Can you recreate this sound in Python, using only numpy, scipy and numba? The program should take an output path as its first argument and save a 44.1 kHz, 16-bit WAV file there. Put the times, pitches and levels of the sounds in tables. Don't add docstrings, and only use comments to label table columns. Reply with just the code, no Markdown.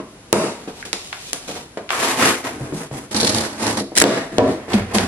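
import sys
import numpy as np
from scipy import signal
from scipy.fft import rfft, irfft, next_fast_len
from scipy.io import wavfile
from scipy.ndimage import uniform_filter1d
from numba import njit

SR = 44100
rng = np.random.default_rng(int(sys.argv[2]) if len(sys.argv) > 2 else 0)


def digitize_waveform(pressure):
    field = np.atleast_2d(pressure).T
    bounded = np.clip(field, -1, 1)
    quanta = np.round(bounded * 32767).astype(np.int16)
    wavfile.write(sys.argv[1], SR, quanta)


N = 223651
FFT_SIZE = next_fast_len(N, True)


def undb(db):
    return 10 ** (np.asarray(db) / 20)


def unit(x):
    return x / np.sqrt(np.mean(x ** 2))


def on_bins(points, size=FFT_SIZE):
    hz, value = np.transpose(points)
    bin_hz = np.fft.rfftfreq(size, 1 / SR) + 1
    return np.interp(np.log(bin_hz), np.log(hz), value)


def colour(x, gain):
    return irfft(rfft(x, FFT_SIZE) * gain, FFT_SIZE)[..., :N]


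def walk(rate):
    knots = rng.standard_normal(8192)
    return np.sqrt(1.5) * np.interp(np.arange(N) / SR * rate, np.arange(len(knots)), knots)


def add(track, s, sound):
    i = max(int(s * SR), 0)
    track[:, i:i + sound.shape[-1]] += sound[..., :N - i]


# (frequency [Hz], relative level [dB])
HUSH_TONE = [(15, -38), (25, -14.5), (307, -13), (1180, -25), (1410, -25.5), (9100, -38.5), (10900, -32),
             (12100, -82), (22000, -120)]


def hush(level_db=-45):
    noise = colour(rng.standard_normal((2, N)), undb(on_bins(HUSH_TONE)))
    return undb(level_db) * unit(noise)


# (frequency [Hz], time to fall by 60 dB [s])
ROOM_DECAY = [(100, 0.31), (400, 0.34), (1500, 0.4), (5000, 0.45), (12000, 0.37)]
# (frequency [Hz], relative level [dB])
REFLECTION_TONE = [(70, 6), (200, 4.5), (1000, 6), (2000, 1), (3000, 0), (9000, -1)]


def room(x, wet_db):
    t = np.arange(SR * 3 // 5) / SR
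    noise = rfft(rng.standard_normal((2, len(t)))) * undb(on_bins(REFLECTION_TONE, len(t)))
    hz, t60 = np.transpose(ROOM_DECAY)
    tail = 0
    for share, decay in zip(np.eye(len(hz)), t60):
        band = irfft(noise * on_bins(np.c_[hz, share], len(t)), len(t))
        tail = tail + band * np.exp(-np.log(1000) * t / decay)
    tail = tail * np.clip((t - .002) / 0.00077, 0, 1)
    tail = tail / np.sqrt(np.sum(tail[0] ** 2))
    return x + undb(wet_db) * signal.fftconvolve(x, tail, axes=1)[:, :N]


# (time [s], peak before the room [dB], settled note [Hz], second mode against the first [dB])
PRESSES = [(.334, -4.5, 163.6, -10), (2.608, -20, 129, -7), (2.724, -16.5, 160, -5.5),
           (2.7365, -21.5, 153, -17), (2.914, -23.5, 135, -13), (4.384, -10, 102, -12),
           (4.396, -6, 263.5, -9), (4.741, -7.5, 202, -27), (4.802, -19, 100, -7), (4.953, -12, 203, -25)]


def booms(swell_s=0.0012, bend=0.057, relax_s=0.022, mode_ratio=2.3, t60_s=0.13):
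    out, t = np.zeros((2, N)), np.arange(SR // 3) / SR
    for s, peak_db, note_hz, second_db in PRESSES:
        hz = note_hz * (1 + bend * np.exp(-t / relax_s))
        phase = 2 * np.pi * np.cumsum(hz) / SR
        modes = np.exp(1j * phase) + undb(second_db) * np.exp(1j * mode_ratio * phase)
        swing = modes * (1 - np.exp(-t / swell_s)) * np.exp(-np.log(1000) * t / t60_s)
        add(out, s, undb(peak_db) * np.array([swing.imag, swing.real]) / np.abs(swing).max())
    return room(out, wet_db=-4.5)


def snap(level_db, hz, decay_ms, octaves):
    t = np.arange(SR // 25) / SR
    edges = [hz / 2 ** (octaves / 2), min(hz * 2 ** (octaves / 2), .45 * SR)]
    fade = np.exp(-t * 1000 / decay_ms)
    spectrum = rfft(rng.standard_normal((2, len(t))) * fade)
    even = irfft(np.exp(1j * np.angle(spectrum)), len(t))
    burst = signal.lfilter(*signal.butter(2, edges, "band", fs=SR), even * fade ** .25)
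    return .5 * undb(level_db) * burst * np.linalg.norm(fade) / np.linalg.norm(burst, axis=1, keepdims=True)


# (time [s], relative level [dB], centre [Hz], nominal decay constant [ms], width [octaves])
CREASES = [(0.3288, 10.5, 1380, 1.4, 1.5), (0.3279, 11.5, 5200, 1.44, 2.2), (.826, -17, 1750, 2, .5),
           (.854, -28, 3960, 3, 2.5), (.9304, -1.5, 2310, 0.72, 3.16), (1.128, -14, 1350, 3.7, 2.1),
           (1.3317, -4.5, 4200, 1.07, 3.2), (1.891, -19, 1830, 5.9, 1.7), (1.905, -1.5, 1280, 1.2, 2),
           (1.932, -9.5, 1210, 2.6, 0.58), (4.0155, 8, 1680, 3.7, 0.66), (4.04, 10.5, 2870, 1.2, 1.5),
           (4.383, 0.5, 1790, 1.04, 2.84), (4.733, -14, 3180, 4.5, 1.04), (4.95, -16, 4000, 8.8, 2.5),
           (4.984, -4, 2180, 1.8, 1.95)]


def snaps():
    out = np.zeros((2, N))
    for s, level_db, hz, decay_ms, octaves in CREASES:
        add(out, s, snap(level_db, hz, decay_ms, octaves))
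    return room(out, wet_db=-5.0)


# (frequency [Hz], relative level [dB], time to fall by 60 dB [s])
PANEL_MODES = [(104, -14.5, 0.19), (157, -8, 0.134), (214, 2.5, 0.078), (269.3, -10.5, 0.32),
               (316, -1.5, 0.062), (378, 12, 0.029), (489, 10, 0.024), (585, -10, 0.21), (810, -0.5, 0.045),
               (1075, -9, 0.038), (1450, 2.5, 0.037)]
# (time [s], peak before leak and room [dB], contact time scale [ms], pitch of the panel [ratio])
BLOWS = [(.001, -15, 0.77, 0.72), (0.3283, 14, 1.08, 1.08), (.3365, 1, 1.8, .75), (.439, -7.5, 1.3, 0.97),
         (.676, -18, 1.3, 0.87), (0.9327, -14.5, 0.15, 0.92), (1.331, -19.5, 0.61, 1.37),
         (1.481, -24, 0.67, 1.03), (1.492, -20, 1.6, 1.4), (1.7727, -12, 0.56, 1.11),
         (2.217, -14, 2.3, 0.75), (2.225, -6.5, 0.91, 1.05), (2.607, -21.5, 2, 1.14),
         (2.7235, -15, 1.2, 0.75), (2.7366, -14.5, 3.9, 0.65), (2.913, -20, 0.8, 1.36),
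         (3.146, -13.5, 1.6, 0.43), (3.231, -7.5, 1.5, 1.25), (3.808, -10.5, 4.4, 1.28),
         (3.919, -19.5, 2.3, 1.53), (4.016, 4.5, 0.85, 1.37), (4.0224, 9.5, 1.6, 1.11),
         (4.0398, 13, 1.7, 1.35), (4.3837, 10.5, 2.25, 1.2), (4.392, 11.5, 1.36, 1.21),
         (4.682, -19, 0.87, 1.14), (4.733, -14, 0.97, 1.55), (4.984, -9.5, 1.1, 1.13)]


def knocks(crunch_db=13, crunch_s=0.014, leak_hz=130):
    out, t = np.zeros((2, N)), np.arange(SR // 4) / SR
    hz, db, t60 = np.transpose(PANEL_MODES)[:, :, None]
    for s, peak_db, contact_ms, pitch in BLOWS:
        swing = np.exp((2j * np.pi * hz * pitch - np.log(1000) / t60) * t)
        modes = np.sum(undb(db) * swing, axis=0)
        crunch = undb(crunch_db) * rng.standard_normal((2, len(t))) * np.exp(-t / crunch_s)
        crunch_low_hz = 2 * PANEL_MODES[2][0] * pitch
        crunch = signal.lfilter(*signal.butter(2, crunch_low_hz, "high", fs=SR), crunch)
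        age = t * 1000 / contact_ms
        push = age * np.exp(-2 * np.pi * age)
        struck = np.array([modes.real, modes.imag]) + crunch
        thud = signal.fftconvolve(struck, push[None], axes=1)[:, :len(t)]
        add(out, s, undb(peak_db) * thud / np.abs(thud[0]).max())
    out = signal.sosfilt(signal.butter(2, leak_hz, "high", fs=SR, output="sos"), out)
    return room(out, wet_db=-5.0)


def pressure(strokes, levels_db, fade_db_per_s, sag_db_per_s=6.5):
    power, age = np.zeros((1, N)), np.arange(SR * 3 // 4) / SR
    for (s, rise_s, hold_s, *_), db in zip(strokes, levels_db):
        sag_db = sag_db_per_s * np.maximum(age - rise_s, 0)
        fade_db = fade_db_per_s * np.maximum(age - rise_s - hold_s, 0)
        add(power, s, (np.minimum(age / rise_s, 1) * undb(db - sag_db - fade_db)) ** 2)
    return np.sqrt(power[0])


def rub(strokes, tone, peaks, slip_rate, grain_db, chatter_rate, chatter_db, wet_db, fade_db_per_s):
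    f = np.fft.rfftfreq(FFT_SIZE, 1 / SR) + 1
    sizes = undb(grain_db * np.minimum(rng.exponential(size=N), 4))
    slips = (rng.random(N) < slip_rate / SR) * sizes
    bunching = undb(chatter_db * np.minimum(walk(chatter_rate), 1.5))
    grains = slips * rng.standard_normal((2, N)) * bunching
    ring = 1 + sum(undb(db) / (1 + 1j * (f / hz - hz / f) * hz / width) for hz, width, db in peaks)
    board = colour(room(grains, wet_db), undb(on_bins(tone)) * ring)
    level_db, boom_db, hiss_db = np.transpose(strokes)[3:]
    low, high = 1 / (1 + (f / 350) ** 6), 1 / (1 + (2500 / f) ** 6)
    out = 0
    for band, rel_db in ((low, boom_db), (1 - low - high, 0), (high, hiss_db)):
        part = colour(board, band)
        out = out + part / np.std(part[0]) * pressure(strokes, level_db + rel_db, fade_db_per_s)
    return out


def fibres(strokes, rate, level_db, spread_db, centre_hz, octaves, cycles, fade_db_per_s=300):
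    out, t = np.zeros((2, N)), np.arange(SR // 200) / SR
    force = pressure(strokes, np.transpose(strokes)[3], fade_db_per_s)
    start, end = strokes[0][0], sum(strokes[-1][:3])
    for when, size, pitch, side in rng.random((int(rate * (end - start)), 4)):
        s, hz = start + when * (end - start), centre_hz * 2 ** (octaves * (pitch - .5))
        tick = np.sin(2 * np.pi * hz * t) * np.exp(-hz * t / cycles) * force[int(s * SR)]
        tick_db = level_db + spread_db * (size ** 2 - 1)
        add(out, s, undb(tick_db) * np.outer([1, 2 * side - 1], tick))
    return room(out, wet_db=-9)


def flex(x, curve, width_hz, lift_db, wander):
    hz = np.interp(np.arange(N) / SR, *np.transpose(curve)) * (1 + wander * walk(30))
    turn = np.exp(2j * np.pi * np.cumsum(hz) / SR)
    pole = np.exp(-np.pi * width_hz / SR)
    ring = turn * signal.lfilter([1 - pole], [1, -pole], x / turn)
    return x + 2 * undb(lift_db) * ring.real


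def judder(bursts, tone, slip_rate, jitter, grain_share, release_ms, wet_db):
    force, ms = np.zeros((1, N)), np.arange(SR // 25) / SR * 1000
    for s, db, length_ms in bursts:
        add(force, s, undb(db) * np.exp(-np.maximum(ms - length_ms, 0) / release_ms))
    phase = np.cumsum(slip_rate * np.exp(jitter * walk(500))) / SR % 1
    slips = unit(np.exp(-phase / grain_share) * rng.standard_normal((2, N)))
    return room(colour(slips * force, unit(undb(on_bins(tone)))), wet_db)


# (time [s], rise [s], hold [s], level [dB], boom against level [dB], edge hiss against level [dB])
PAPER_STROKES = [(.33, 0.072, 0.021, -26.5, -1.5, -15), (.5, 0.015, 0.14, -45.5, 2, -4),
                 (.672, 0.0095, 0.017, -38.5, 4.5, -4), (.71, 0.064, 0.02, -45.5, -1, 4),
                 (.85, 0.0026, 0.0061, -42.5, 6, 7.5), (.93, 0.025, 0.55, -55.5, -10, 14),
                 (1.17, 0.1, 0.019, -57.5, 0, 18.5), (1.333, 0.026, 0.12, -48, -10, -5),
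                 (1.474, 0.0047, 0.014, -36.5, 1.5, 3.5), (1.53, 0.03, 0.023, -38.5, 3, 1)]
# (frequency [Hz], relative level [dB])
PAPER_COLOUR = [(50, -54), (314, -34.5), (475, -24.5), (751, -20), (10300, -41.5), (12100, -37),
                (15700, -37.5), (22000, -120)]


def paper():
    return rub(PAPER_STROKES, PAPER_COLOUR, [], slip_rate=6000, grain_db=2, chatter_rate=27,
               chatter_db=-2.5, wet_db=-4, fade_db_per_s=186.0)


# (time [s], rise [s], hold [s], level [dB], boom against level [dB], edge hiss against level [dB])
FLAP_STROKES = [(1.897, 0.024, 0.12, -28.5, -14, -3), (1.96, 0.073, 0.084, -26, -7, -1.5),
                (2.155, 0.076, 0.061, -19, -5, -2.5), (2.435, 0.014, 0.029, -31, -2.5, -5.5)]
# (frequency [Hz], relative level [dB])
FLAP_COLOUR = [(50, -40), (95, -15), (198, -8), (329, -2.5), (423, -6), (750, -8), (2020, -15), (2480, -12),
               (10500, -17.5), (12100, -11), (15700, -45), (22000, -120)]
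# (frequency [Hz], width [Hz], added ring [dB])
FLAP_RESONANCES = [(250, 34, -8), (355, 65, -8), (1920, 510, 2.5)]
# (time [s], centre before wavering [Hz])
FLAP_BEND = [(1.9, 1340), (2.05, 1040), (2.2, 980), (2.24, 1550), (2.4, 1020)]


def flap(side_db=-1.5):
    scrape = rub(FLAP_STROKES, FLAP_COLOUR, FLAP_RESONANCES, slip_rate=7000, grain_db=0.0,
                 chatter_rate=140, chatter_db=1.5, wet_db=-4.5, fade_db_per_s=154)
    ticks = fibres(FLAP_STROKES, rate=450, level_db=9.5, spread_db=15, centre_hz=2750, octaves=2.7, cycles=1.4)
    bent = flex(scrape + ticks, FLAP_BEND, width_hz=330, lift_db=-0.5, wander=0.19)
    return bent * undb([[0], [side_db]])


# (time [s], rise [s], hold [s], level [dB], boom against level [dB], edge hiss against level [dB])
CARTON_STROKES = [(2.52, 0.01, 0.064, -38.5, 1, -9.5), (2.6, 0.016, 0.079, -36.5, 4.5, -8.5),
                  (2.73, 0.015, 0.075, -38.5, -7, 0), (2.795, 0.0099, 0.011, -35.5, -3, -22),
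                  (2.9, 0.071, 0.013, -36, -0.5, -4)]
# (frequency [Hz], relative level [dB])
BOARD_COLOUR = [(29, -52), (50, -25), (107, -7), (154, -17.5), (228, -4.5), (307, -8), (453, -8),
                (2210, -17), (4200, -20), (9610, -18.5), (12100, -20), (15700, -17), (22000, -120)]
# (time [s], centre before wavering [Hz])
CARTON_BEND = [(2.61, 296), (2.65, 467), (2.7, 424), (2.74, 326), (3, 280)]


def carton():
    scrape = rub(CARTON_STROKES, BOARD_COLOUR, [], slip_rate=6000, grain_db=-3.0, chatter_rate=55,
                 chatter_db=3.0, wet_db=-5.0, fade_db_per_s=181)
    return flex(scrape, CARTON_BEND, width_hz=29, lift_db=4, wander=0.042)


# (time [s], rise [s], hold [s], level [dB], boom against level [dB], edge hiss against level [dB])
GRAB_STROKES = [(3.954, 0.029, 0.003, -23, -1.5, 4), (4.03, 0.016, 0.12, -24, -3, -24.5),
                (4.315, 0.0086, 0.078, -37, 7.5, -10), (4.4, 0.032, 0.077, -34, 10.5, -8.5)]
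# (frequency [Hz], width [Hz], added ring [dB])
TAPE_RESONANCES = [(535, 240, 1.5), (1960, 520, 5.5), (3850, 780, 2)]
# (time [s], relative level [dB], length before release [ms])
TAPE_CRACKLES = [(3.953, -27.5, 3), (3.967, -18, 2.5), (3.9745, -12, 1.5), (3.9773, -5, 1.8),
                 (3.9833, -4, 2), (3.9995, -16, 1), (4.0012, -6, 1.1), (4.0153, -4, 3.1), (4.0205, 0, 2.7)]
# (frequency [Hz], relative level [dB])
CRACKLE_COLOUR = [(200, -9), (1000, -18), (1800, 1.5), (2600, -2.5), (5000, -3.5), (8000, -1.5),
                  (11000, -5), (14000, -9), (22000, -55)]


def taped_board():
    scrape = rub(GRAB_STROKES, BOARD_COLOUR, TAPE_RESONANCES, slip_rate=3500, grain_db=3.5,
                 chatter_rate=550, chatter_db=5.5, wet_db=2.5, fade_db_per_s=106)
    crackle = judder(TAPE_CRACKLES, CRACKLE_COLOUR, slip_rate=1400, jitter=.4, grain_share=1.0,
                     release_ms=0.79, wet_db=-12.5)
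    return scrape + crackle


# (time [s], rise [s], hold [s], level [dB], boom against level [dB], edge hiss against level [dB])
SLIDE_STROKES = [(3.108, 0.0078, 0.014, -35, 2, 1), (3.143, 0.005, 0.16, -28, 2.5, -2),
                 (3.27, 0.065, 0.078, -28, 3, -1), (3.399, 0.034, 0.035, -29.5, -0.5, -4),
                 (3.48, 0.0072, 0.12, -37, -0.5, -5.5), (3.573, 0.065, 0.071, -24, -1, -4.5),
                 (3.72, 0.013, 0.029, -31.5, 5.5, -5), (3.769, 0.0039, 0.0083, -24, 1.5, -3.5)]
TURN_STROKES = [(4.56, 0.04, 0.31, -41, -10, -26), (4.678, 0.062, 0.0075, -22.5, -4.5, -12),
                (4.75, 0.037, 0.02, -29.5, 0, -27), (4.85, 0.069, 0.017, -34, -6, -18),
                (4.932, 0.017, 0.01, -21.5, -3, -6), (4.985, 0.007, 0.044, -26.5, 2, -13.5)]
# (frequency [Hz], relative level [dB])
TURN_COLOUR = [(29, -31), (50, -9), (217, -3), (1220, -20), (1880, -18.5), (3050, -16), (10500, -13.5),
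               (12100, -10), (15700, -59), (22000, -120)]
# (frequency [Hz], width [Hz], added ring [dB])
BOX_RESONANCES = [(210, 140, -8.5), (408, 34, -8.5), (690, 440, -7.5), (1850, 280, -3), (4440, 1800, 0)]
# (time [s], relative level [dB], length before release [ms])
EDGE_CATCHES = [(3.1455, -22.5, 2.6), (3.162, -22.5, 6.5), (3.171, -27.5, 7), (3.2005, -21, 3),
                (3.2065, -20, 1.8), (3.2115, -18, 2.1), (3.2305, -21, 3.7), (3.247, -20, 4.2),
                (3.27, -19, 9.1), (3.292, -22, 8.6), (3.3465, -18.5, 1.6), (3.383, -23, 2.9),
                (3.408, -29, 2.5), (3.667, -26, 1.7), (3.773, -29, 6.2), (3.795, -31, 11)]
# (frequency [Hz], relative level [dB])
CATCH_COLOUR = [(300, -30), (1500, -8), (3200, -5), (4100, 5.5), (5800, -1), (7500, -9.5), (10500, -3),
                (13000, -50), (22000, -73)]


def big_box():
    scrape = rub(SLIDE_STROKES, BOARD_COLOUR, BOX_RESONANCES, slip_rate=8000, grain_db=0.0,
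                 chatter_rate=160, chatter_db=2.5, wet_db=-3.5, fade_db_per_s=356.0)
    ticks = fibres(SLIDE_STROKES, rate=220, level_db=11, spread_db=15, centre_hz=4600, octaves=1.8, cycles=1.9)
    catches = judder(EDGE_CATCHES, CATCH_COLOUR, slip_rate=950, jitter=0.78, grain_share=0.48,
                     release_ms=2.1, wet_db=-6.5)
    turning = rub(TURN_STROKES, TURN_COLOUR, BOX_RESONANCES, slip_rate=6500, grain_db=1.0,
                  chatter_rate=200, chatter_db=4.5, wet_db=-0.5, fade_db_per_s=167)
    return scrape + ticks + catches + turning


# (frequency [Hz], gain [dB])
SIDE_GAIN = [(60, -34), (150, -27), (300, -18), (600, -9), (1200, -4), (2500, 1), (5000, 3), (9000, 6)]


def place(x, pan_db):
    mid, side = x[0], colour(x[1], undb(on_bins(SIDE_GAIN)))
    return np.array([mid + side, mid - side]) * unit(undb([[pan_db], [0]]))


def scene():
    front = hush() + booms() + snaps() + knocks()
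    front = front + paper() + flap() + carton() + taped_board()
    return place(front, pan_db=0.48) + place(big_box(), pan_db=-1.5)


@njit
def limiter_db(over_db, attack, release):
    out, cut = np.empty(len(over_db)), 0.
    for i in range(len(over_db)):
        if over_db[i] > cut:
            cut += attack * (over_db[i] - cut)
        else:
            cut = max(cut - release, 0.)
        out[i] = cut
    return out


def record(dry, mic_hz=11200, ceiling_db=-9, attack_s=0.0011, recovery_db_per_s=115, top_hz=16000):
    x = signal.sosfilt(signal.butter(10, min(mic_hz, .45 * SR), fs=SR, output="sos"), dry)
    x = signal.sosfilt(signal.butter(2, 25, "high", fs=SR, output="sos"), x)
    power = uniform_filter1d(x.mean(axis=0) ** 2, size=110)
    over_db = 10 * np.log10(np.abs(power) + 1e-12) - ceiling_db
    x = x * undb(-limiter_db(over_db, 1 / (attack_s * SR), recovery_db_per_s / SR))
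    clipped = np.clip(x, -1, 1)
    return signal.sosfilt(signal.ellip(8, .2, 70, top_hz, fs=SR, output="sos"), clipped)


dry = scene()
out = record(dry)
digitize_waveform(out)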